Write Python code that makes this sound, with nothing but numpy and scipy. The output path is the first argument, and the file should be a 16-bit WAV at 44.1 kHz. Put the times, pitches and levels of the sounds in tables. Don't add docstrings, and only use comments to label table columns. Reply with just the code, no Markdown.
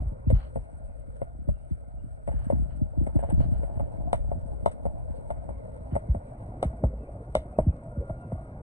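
import sys
import numpy as np
from scipy import signal
from scipy.fft import rfft, irfft, next_fast_len
from scipy.io import wavfile
from scipy.ndimage import uniform_filter1d, map_coordinates

SR = 44100
rng = np.random.default_rng(int(sys.argv[2]) if len(sys.argv) > 2 else 0)


def generate_wav(sig):
    pcm = np.round(np.clip(np.atleast_2d(sig).T, -1, 1) * 32767).astype(np.int16)
    wavfile.write(sys.argv[1], SR, pcm)


N = 380128
TIME = np.arange(N) / SR
LEAD = 256


def gain_of(db):
    return 10 ** (np.asarray(db) / 20)


def evened(x):
    return x / np.sqrt(np.mean(x ** 2) + 1e-20)


def peaked(x):
    return x / abs(signal.hilbert(x)).max()


def read(points, hz):
    f, value = np.transpose(points)
    return np.interp(np.log(hz + 1), np.log(f + 1), value)


def follow(rows):
    t, value = np.transpose(rows)
    return np.interp(TIME, t, value)


def add(mix, s, sound):
    part = mix[max(round(s * SR), 0):][:len(sound)]
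    part += sound[:len(part)]


def colour(x, spectrum, turns=0):
    size = next_fast_len(len(x))
    hz = np.fft.rfftfreq(size, 1 / SR)
    lag = np.exp(-2j * np.pi * turns * np.log(1 + hz / 2.5))
    return irfft(rfft(x, size) * gain_of(read(spectrum, hz)) * lag, size)[:len(x)]


def drift(hz):
    size = next_fast_len(N, real=True)
    f = np.fft.rfftfreq(size, 1 / SR)
    slow = rfft(rng.standard_normal(size)) * np.exp(-(f / hz) ** 2)
    return evened(irfft(slow, size)[:N])


def grains(size, per_s, spread_db):
    strength = gain_of(spread_db * np.minimum(rng.exponential(1, size), 4))
    return rng.standard_normal(size) * strength * (rng.random(size) < per_s / SR)


def blow(scatter_db, t60, contact=0, size=8192):
    t = (np.arange(size) - LEAD) / SR
    burst, tail = rng.standard_normal((2, size))
    hit = burst * np.exp(-(t / contact) ** 2) if contact else 1. * (t == 0)
    tail = tail * gain_of(-60 * abs(t) / t60) * np.clip(t / 0.0032, 0, 1)
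    return hit / np.linalg.norm(hit) + gain_of(scatter_db) * tail / np.linalg.norm(tail)


def slur(length, start_hz, end_hz, blur=260):
    hz = np.linspace(start_hz, end_hz, int(length * SR))
    noise = rng.standard_normal((2, len(hz)))
    a, b = uniform_filter1d(uniform_filter1d(noise, blur), blur)
    tone = ((a + 1j * b) * np.exp(2j * np.pi * np.cumsum(hz) / SR)).real
    return evened(tone * signal.windows.tukey(len(hz), .7))


# t/s, knock level/dB,
# crack level/dB (before a 1.5 dB trim), knock tilt/dB per octave, second wheel against first/dB,
# second wheel's delay/s, sand crunch level/dB, jolt to the rider level/dB
AXLES = [(.301, -15, -34.5, -15, -4.5, 0.0095, -47.5, -25), (.557, -19.5, -60, -7, -4, 0.013, -53, -21.5),
         (1.216, -17, -50, -10.5, -23, 0.0075, -52.5, -27.5),
         (1.487, -23, -59, -10, -21, 0.015, -54.5, -28), (2.275, -21, -53, -3, -0.5, .012, -48, -20.5),
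         (2.500, -12.5, -41, -5.5, -7.5, 0.022, -46, -29), (3.066, -25, -54, -4.5, 3, .005, -49.5, -23),
         (3.235, -22, -54, 0, -11, 0.0091, -56, -30), (3.632, -22.5, -54, -14, -9, .007, -53, -27),
         (3.796, -21.5, -52, 0.5, -3, .007, -53.5, -20.5),
         (4.129, -8.5, -24.5, 4.5, -17.5, 0.013, -38.5, -22.5), (4.315, -17.5, -56, -4, -5, .007, -55, -28),
         (4.659, -6.5, -27, 2.5, -12.5, .016, -44, -23), (4.853, -17, -58, -3.5, -2, 0.011, -53, -22),
         (5.303, -19, -40, 3.5, -7.5, 0.0068, -49, -26.5), (5.489, -23.5, -71, 1.5, -11, .016, -55, -28.5),
         (5.953, -19, -50, -0.5, 6, .009, -43, -33), (6.147, -21, -64, -3, -15, 0.013, -55.5, -24.5),
         (6.627, -11.5, -25.5, 5, -10.5, 0.0092, -40, -33),
         (6.837, -14.5, -49.5, -1, -14, 0.014, -50.5, -25), (7.351, -9, -18.5, 3, -14, 0.016, -45, -27.5),
         (7.586, -6.5, -42, -3.5, -17, 0.013, -46, -21), (8.096, -28, -64, 3, -2.5, .009, -57, -26.5),
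         (8.319, -24, -71, -1, -21, .012, -58.5, -23)]
# t/s, knock level/dB, sand crunch level/dB
PITS = [(2.313, -30.5, -56.5), (3.160, -25, -57), (3.190, -22, -61), (3.226, -25, -58.5),
        (3.289, -26, -58.5), (3.314, -28.5, -56.5), (3.403, -25, -55), (3.756, -36, -61)]
PIT_CRACK_DB = -58
# t/s, peak level/dB
STONES = [(2.392, -47), (2.444, -42), (2.769, -49), (3.04, -45.5), (3.532, -50), (3.665, -47),
          (4.716, -37.5)]


def knocks():
    out = np.zeros(N)
    lead_s = LEAD / SR
    for s, deck_db, crack_db, tilt_db, second_db, second_s, crunch_db, _ in AXLES:
        add(out, s - lead_s, knock(deck_db, crack_db, tilt_db))
        add(out, s + second_s - lead_s, knock(deck_db + second_db, crack_db + second_db, tilt_db))
        add(out, s - CRUNCH_RISE_S, crunch(crunch_db))
    for s, deck_db, crunch_db in PITS:
        add(out, s - lead_s, knock(deck_db, PIT_CRACK_DB, tilt_db=-3.5))
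        add(out, s - CRUNCH_RISE_S, crunch(crunch_db))
    for s, db in STONES:
        snap = colour(blow(scatter_db=4.0, t60=.1), GRIT)
        add(out, s - lead_s, gain_of(db) * peaked(snap))
    return out


# f/Hz, t60/s, level/dB
DECK_MODES = [(542.3, 0.022, 6), (658, 0.023, 6), (886, 0.022, -7), (1128, 0.017, -13.5), (1350, 0.03, -19),
              (2140, 0.027, -29.5)]
DECK_SHIFT = .025
# f/Hz, level/dB per Hz
CRACK = [(400, -10), (900, 4), (1350, 4), (1700, -3.5), (2120, 9.5), (2550, -10), (2950, 3.5), (3200, -4),
         (3550, 1.5), (3950, -2), (4400, -19.5), (4850, -6), (5150, -20), (6000, -12.5), (7000, -18.5),
         (8500, -10), (12000, -30.5)]
HARD_CRACK_DB, DULL_HZ, DULLING = -29, 2700, .9


def knock(deck_db, crack_db, tilt_db, size=8192):
    t = np.arange(size) / SR
    chance = rng.standard_normal(len(DECK_MODES))
    ring = np.zeros(size)
    for k, (hz, t60, db) in enumerate(DECK_MODES):
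        level_db = db + tilt_db * np.log2(hz / DECK_MODES[1][0]) - 60 * t / t60
        tone = np.sin(2 * np.pi * hz * (1 + DECK_SHIFT * chance[k]) * t)
        ring += (-1) ** k * gain_of(level_db) * tone
    deck = signal.fftconvolve(blow(scatter_db=-7.0, t60=0.056), ring)[:size]
    deck = colour(deck, [(150, 8), (500, -8.5), (2200, -9.0), (4500, -37.0)], turns=0.2953)
    softness = max(HARD_CRACK_DB - crack_db, 0)
    spectrum = [(hz, db - DULLING * softness * np.log2(max(hz / DULL_HZ, 1))) for hz, db in CRACK]
    crack = colour(blow(scatter_db=-7, t60=0.14), spectrum, turns=0.814)
    out = gain_of(deck_db) * peaked(deck)
    add(out, 0.0014, gain_of(crack_db - 1.5) * peaked(crack))
    return out


# f/Hz, level/dB per Hz
CRUNCH = [(500, -4), (1050, 2.5), (1380, 10), (1700, 4.5), (2150, 5), (2550, -6.5), (3050, -11),
          (3700, -19), (5000, -26.5), (7300, -27), (8200, -9.5), (12000, -23)]
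CRUNCH_RISE_S, CRUNCH_T60, CRUNCH_GRAINS_PER_S = 0.0019, 0.14, 2500


def crunch(db, size=6000):
    t = np.arange(size) / SR
    sand = evened(colour(grains(size, per_s=CRUNCH_GRAINS_PER_S, spread_db=0.5), CRUNCH))
    return gain_of(db - 60 * t / CRUNCH_T60) * np.minimum(t / CRUNCH_RISE_S, 1) * sand


# t/s, rear axle's delay/s
JOINTS = [(front[0], rear[0] - front[0]) for front, rear in zip(AXLES[::2], AXLES[1::2])]
# roughness level/dB, grit level/dB
SLABS = [(0.5, -2.5), (-5.5, -4.5), (-4.5, 0.5), (-2, 1.5), (1, -1.5), (1.5, 0.5), (0.5, 1), (1, 0.5),
         (-0.5, 0.5), (1, -2), (2.5, -2), (-1, -2.5)]


def over_slabs(column, first_db):
    points, before = [], first_db
    for (s, delay), slab in zip(JOINTS, SLABS):
        points += [(s, before), (s + delay, slab[column])]
        before = slab[column]
    return follow(points)


# f/Hz, level/dB per Hz
ROAR = [(60, -11.5), (250, 0), (380, -12.5), (500, -4.5), (630, 3), (750, -8.5), (860, -18), (1100, -28.5),
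        (1400, -29.5), (1750, -39), (2200, -44), (2700, -56.5), (4500, -61.5), (12000, -61.5)]
# f/Hz, level/dB per Hz
FINE = [(500, -32), (850, 9.5), (1080, -2), (1400, -24.5), (2500, -42.5), (6000, -77)]
# f/Hz, level/dB per Hz
GRIT = [(300, -1), (1050, 2), (1400, 14.5), (1750, 11), (2250, 5.5), (2700, 1), (3200, -4), (4000, -4),
        (5000, -8.5), (7300, -15.5), (8200, 2), (12000, -8)]
# f/Hz, level/dB per Hz
RUSH = [(35, -9.5), (78, 1), (115, 15.5), (190, -5), (340, -3), (480, -6.5), (700, -11.5), (900, -12),
        (1350, -19.5), (1750, -29), (2150, -25), (2600, -38), (4000, -55.5)]
# t/s, level/dB
RUSH_DB = [(0, -45.5), (2, -77.5), (2.9, -67.5), (3.8, -62), (4.5, -63), (5.5, -48.5), (6.1, -47.5),
           (6.6, -43.5), (7.2, -47), (8.62, -44.5)]
WHEELBASE_M, CRUISE_M_PER_S = .45, 2.3
ROAR_DB, ROAR_DB_PER_DOUBLING = -47, 13.5
GRIT_DB, GRIT_DB_PER_DOUBLING = -74, -5
FINE_DB, FINE_DB_PER_DOUBLING = -21.5, 9.5
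ROAR_PITCH_PER_DOUBLING, ROAR_WANDER = 0.086, .05
JOINT_SAND_DB, JOINT_SAND_S, JOINT_ROAR_DB = 3, 0.015, 2
TICKS_PER_S, TICKS_DB = 25, -13


def rolling():
    speed = follow([(s, WHEELBASE_M / delay) for s, delay in JOINTS])
    doublings = np.log2(speed / CRUISE_M_PER_S)
    roar_db = ROAR_DB + ROAR_DB_PER_DOUBLING * doublings + over_slabs(column=0, first_db=1.5)
    grit_db = GRIT_DB + GRIT_DB_PER_DOUBLING * doublings + over_slabs(column=1, first_db=-3)

    flares = []
    for s, delay in JOINTS:
        for at in (s, s + delay):
            for step, flare in [(-.5, 0.14), (0, 1), (1, 0.94), (2, 0.13)]:
                flares.append((at + step * JOINT_SAND_S, flare))
    in_joint = follow(flares)

    texture = evened(colour(grains(N, per_s=1500, spread_db=.5), ROAR))
    texture = warped(texture, 1 + ROAR_PITCH_PER_DOUBLING * doublings + ROAR_WANDER * drift(hz=7))
    fine = evened(colour(rng.standard_normal(N), FINE))
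    texture = texture + gain_of(FINE_DB + FINE_DB_PER_DOUBLING * doublings) * fine
    roar = gain_of(roar_db + JOINT_ROAR_DB * in_joint + 1.33 * drift(hz=27.7)) * texture
    rush = gain_of(follow(RUSH_DB)) * evened(colour(rng.standard_normal(N), RUSH))

    bearings = np.zeros(N)
    for hz, db in [(1400, -67.5), (2150, -79.5)]:
        level = gain_of(db + 2.0 * doublings + 1.2 * drift(hz=5.2))
        pitch = hz * (1 + 0.021 * drift(hz=3.8))
        bearings += level * drift(hz=188) * np.sin(2 * np.pi * np.cumsum(pitch) / SR)

    sand = evened(colour(grains(N, per_s=3500, spread_db=1.3), GRIT))
    sand = patchy(sand, across_hz=400) * gain_of(2.2 * drift(hz=25) + 1.5 * drift(hz=4))
    ticks = evened(colour(grains(N, per_s=TICKS_PER_S, spread_db=1.5), GRIT))
    grit = gain_of(grit_db) * (gain_of(JOINT_SAND_DB * in_joint) * sand + gain_of(TICKS_DB) * ticks)
    return patchy(roar + rush + bearings) + grit


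PATCHY_DB = 2.8


def patchy(x, across_hz=170, along_s=.05, size=1024):
    hz, t, z = signal.stft(x, SR, nperseg=size, noverlap=size * 3 // 4)
    field = rng.standard_normal(z.shape)
    field = uniform_filter1d(field, max(int(across_hz / hz[1]), 1), axis=0)
    field = uniform_filter1d(field, max(int(along_s / t[1]), 1), axis=1)
    z = z * gain_of(PATCHY_DB * evened(field))
    y = signal.istft(z, SR, nperseg=size, noverlap=size * 3 // 4)[1][:N]
    return evened(y) * x.std()


def warped(x, rate):
    return map_coordinates(x, [np.cumsum(rate) % (N - 1)], order=3)


# t/s, length/s, level/dB
BROKEN = [(2.269, 0.33, -54.5), (3.129, .25, -47), (3.354, 0.4, -57), (3.624, .3, -59)]
# f/Hz, level/dB per Hz
CHATTER = [(250, -9), (400, -1.5), (480, 4), (640, 5.5), (900, -1.5), (1150, -29), (1550, 1), (1850, -13),
           (2200, -21.5), (3000, -25), (3500, -34.5), (7000, -60), (8200, -26), (12000, -23.5)]
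CHATTER_PER_S = 90


def chatter():
    out = np.zeros(N)
    for s, length, db in BROKEN:
        size = int(length * SR)
        hits = grains(size, per_s=CHATTER_PER_S, spread_db=1)
        strikes = signal.fftconvolve(hits, blow(scatter_db=-6, t60=.05, contact=.0015))[:size]
        add(out, s, gain_of(db) * evened(colour(strikes, CHATTER)) * signal.windows.tukey(size, .5))
    return out


# t/s, length/s, level/dB (before the swell), upper edge f/Hz
SCUFFS = [(0.329, 0.18, -57, 5000), (2.275, 0.39, -65.5, 2600), (2.373, 0.11, -67.5, 4650),
          (2.687, 0.11, -67, 4200), (3.14, 0.28, -65, 2900), (3.389, 0.085, -56.5, 6240),
          (3.504, 0.12, -65, 5200), (3.62, 0.4, -73, 3040), (5.907, 0.063, -60.5, 2770)]
# f/Hz, level/dB per Hz
SCRAPE = [(300, 3.5), (900, 10), (1400, 12), (1750, 5), (2150, 4.5), (2550, -3), (3000, 5), (3600, -11),
          (3900, -7), (4300, 1.5), (5200, -20), (7500, -12), (12000, -29)]
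SCUFF_GRAINS_PER_S, SCUFF_CLUMP_DB = 3500, 1.6
SCUFF_SKEW = 0.65


def scuffs():
    out = np.zeros(N)
    for s, length, db, edge_hz in SCUFFS:
        size = int(length * SR)
        clumps = gain_of(SCUFF_CLUMP_DB * drift(hz=70)[:size])
        rub = colour(clumps * grains(size, per_s=SCUFF_GRAINS_PER_S, spread_db=1.2), SCRAPE)
        rub = signal.sosfilt(signal.butter(4, edge_hz, fs=SR, output="sos"), rub)
        swell = np.sin(np.pi * np.linspace(0, 1, size) ** SCUFF_SKEW)
        add(out, s, gain_of(db) * evened(rub) * swell)
    return out


# t/s, level/dB
WHINE = [(7.85, -80), (7.92, -68), (8.015, -66), (8.05, -58), (8.14, -58), (8.185, -63), (8.245, -57.5),
         (8.285, -71), (8.37, -63.5), (8.45, -66), (8.51, -74), (8.57, -65), (8.62, -72)]
# t/s, length/s, start f/Hz, end f/Hz, level/dB
SWEEPS = [(7.868, .16, 1310, 1540, -65), (8.281, .42, 1420, 1680, -73.5)]
WHINE_HZ, WHINE_WOBBLE, WHINE_FLUTTER = 1401, .006, .25


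def whine():
    flutter = drift(hz=30) + 1j * drift(hz=30)
    pitch = WHINE_HZ * (1 + WHINE_WOBBLE * drift(hz=14))
    tone = (np.exp(2j * np.pi * np.cumsum(pitch) / SR) * (1 + WHINE_FLUTTER * flutter)).real
    out = gain_of(follow(WHINE)) * evened(tone) * (TIME > WHINE[0][0])
    for s, length, start_hz, end_hz, db in SWEEPS:
        add(out, s, gain_of(db) * slur(length, start_hz, end_hz))
    return out


# t/s, peak level/dB, tilt/dB per octave
JOLTS = [(0.051, -23.5, -12.5), (0.265, -12.5, -3.5), (0.319, -9, -4), (1.473, -12, -3.5),
         (1.705, -19, -1.5), (2.334, -17, -4.5), (2.525, -14.5, 2.5), (2.59, -18, -3), (2.811, -15.5, 0),
         (2.97, -14.5, -2), (3.008, -17, 3.5), (3.151, -11, 3.5), (3.321, -15.5, 3.5), (3.371, -19.5, -2),
         (3.457, -19, -4), (3.512, -15.5, -1.5), (5.919, -20, 0), (6.082, -14, -8), (6.646, -19.5, -2.5),
         (6.829, -13, -2.5), (7.663, -12.5, -0.5), (7.967, -21.5, -4)]
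# f/Hz, level/dB per Hz
THUD = [(20, -45), (40, -9.5), (62, 1), (100, -3), (200, -8.5), (330, -18.5), (500, -70), (1000, -94)]
AXLE_THUD_TILT_DB = -1.3


def jolts():
    out = np.zeros(N)
    crossings = [(s, db, AXLE_THUD_TILT_DB) for s, *_, db in AXLES]
    for s, db, tilt_db in JOLTS + crossings:
        spectrum = [(hz, level + tilt_db * np.log2(hz / 60)) for hz, level in THUD]
        thud = peaked(colour(blow(scatter_db=-6.5, t60=0.15), spectrum, turns=1.9))
        add(out, s - LEAD / SR, gain_of(db) * thud * signal.windows.tukey(len(thud), LEAD / len(thud)))
    return out


# t/s, level/dB
SHAKE = [(0.02, -19), (0.2, -39), (1.3, -32), (1.87, -38), (2.03, -29), (2.22, -37.5), (2.38, -22),
         (2.9, -32.5), (3.2, -30), (3.4, -16.5), (3.7, -25.5), (4.0, -26.5), (4.4, -24), (4.78, -34),
         (5.05, -27), (5.7, -36.5), (6.7, -36.5), (8.6, -38)]
# f/Hz, level/dB per Hz
RUMBLE = [(15, -20), (33, 1.5), (45, -6.5), (55, 10), (70, -3), (130, -7), (200, -26), (400, -35),
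          (1000, -76)]
SMALL_JOLTS_PER_S, SMALL_JOLTS_DB, RUMBLE_DB = 7, -12.5, -6


def rumble():
    sway = gain_of(RUMBLE_DB + 1.2 * drift(hz=9)) * evened(colour(rng.standard_normal(N), RUMBLE))
    hits = 1. * (rng.random(N) < SMALL_JOLTS_PER_S / SR)
    bumps = evened(colour(hits, THUD, turns=1.73))
    return gain_of(follow(SHAKE)) * (sway + gain_of(SMALL_JOLTS_DB) * bumps)


# f/Hz, level/dB
LEAVES = [(500, -30), (1100, -18.5), (2000, -2), (3600, -8), (5500, -16)]
LEAVES_DB, LEAVES_T60 = -23.5, 0.28


def hedge(x):
    t = np.arange(SR // 3) / SR
    tail = grains(len(t), per_s=900, spread_db=2) * gain_of(-60 * t / LEAVES_T60) * np.clip(t / .02, 0, 1)
    echo = signal.oaconvolve(x, tail / np.linalg.norm(tail))[:N]
    return gain_of(LEAVES_DB) * colour(echo, LEAVES)


# t/s, length/s, start f/Hz, end f/Hz, level/dB (before the trees' smear and the final mix)
BIRD = [(0.218, 0.15, 2730, 2330, -80.5), (0.803, 0.25, 2750, 2170, -89), (1.515, 0.08, 2830, 2700, -83),
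        (1.592, 0.064, 2980, 2980, -88), (1.97, 0.05, 2720, 2940, -83), (5.478, 0.15, 2310, 2000, -76),
        (6.02, 0.11, 2110, 2124, -76), (6.142, 0.24, 2380, 2310, -82.5), (6.922, 0.21, 2850, 2320, -82),
        (7.514, .06, 2430, 2610, -77), (7.593, 0.08, 2790, 3040, -85), (7.662, 0.045, 2300, 2620, -72),
        (8.158, 0.123, 2794, 2620, -81)]


def bird():
    out = np.zeros(N)
    for s, length, start_hz, end_hz, db in BIRD:
        add(out, s, gain_of(db) * slur(length, start_hz, end_hz))
    return signal.oaconvolve(out, blow(scatter_db=0, t60=.3))[:N]


# f/Hz, lead of left/radians
PORT_PHASE = [(60, -2.3), (200, -2.7), (600, -2.15), (850, -1.1), (1040, 2.1), (1640, 3.3), (2500, 3.7),
              (4800, 3.85), (5800, 1.3), (7200, 2.3), (8900, 2.55)]
# f/Hz, left minus right/dB
PORT_BALANCE = [(60, .5), (200, 2), (600, .7), (2000, -.2), (8200, 3)]
# t/s, f/Hz
MONO_BELOW = [(0, 156), (.45, 85), (.8, 31), (5.3, 8.4), (5.85, 184), (6.3, 410), (6.6, 737), (8.6, 917)]


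def ports(near, diffuse):
    hz, t, (a, b) = signal.stft(np.array([near, diffuse]), SR, nperseg=1024, noverlap=768)
    crossover = np.interp(t, *np.transpose(MONO_BELOW))
    apart = 1 - 1 / (1 + (hz[:, None] / crossover) ** 4)
    tilt = gain_of(apart * read(PORT_BALANCE, hz)[:, None] / 2)
    turn = np.exp(-1j * apart * read(PORT_PHASE, hz)[:, None])
    pair = np.array([(a + apart * b) * tilt, (a - apart * b) * turn / tilt])
    return signal.istft(pair, SR, nperseg=1024, noverlap=768)[1][:, :N]


def scene():
    strikes = knocks()
    near = strikes + jolts() + rumble() + rolling() + chatter() + scuffs() + whine()
    diffuse = gain_of(-10.5) * rumble() + gain_of(-10.0) * rolling() + gain_of(-3.5) * scuffs()
    diffuse += gain_of(-14) * chatter() + gain_of(-17.5) * knocks() + hedge(strikes)
    return ports(near, diffuse) + gain_of(-7) * bird()


# f/Hz, level/dB
TREBLE_LIFT = [(8000, 18.5), (8350, 13), (9000, 2.5), (10000, -17), (12000, -22)]
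LIFT_HZ, EDGE_HZ = 7990, 12250


def record(dry):
    hz = np.fft.rfftfreq(N, 1 / SR)
    response = uniform_filter1d(gain_of(read(TREBLE_LIFT, hz) * (hz > LIFT_HZ)), size=500)
    faded = dry * signal.windows.tukey(N, 500 / N)
    bright = irfft(rfft(faded) * response, N)
    lowpass = signal.firwin(511, EDGE_HZ, window=("kaiser", 9), fs=SR)
    return signal.oaconvolve(bright, lowpass[None], "same")


dry = scene()
out = record(dry)
generate_wav(out)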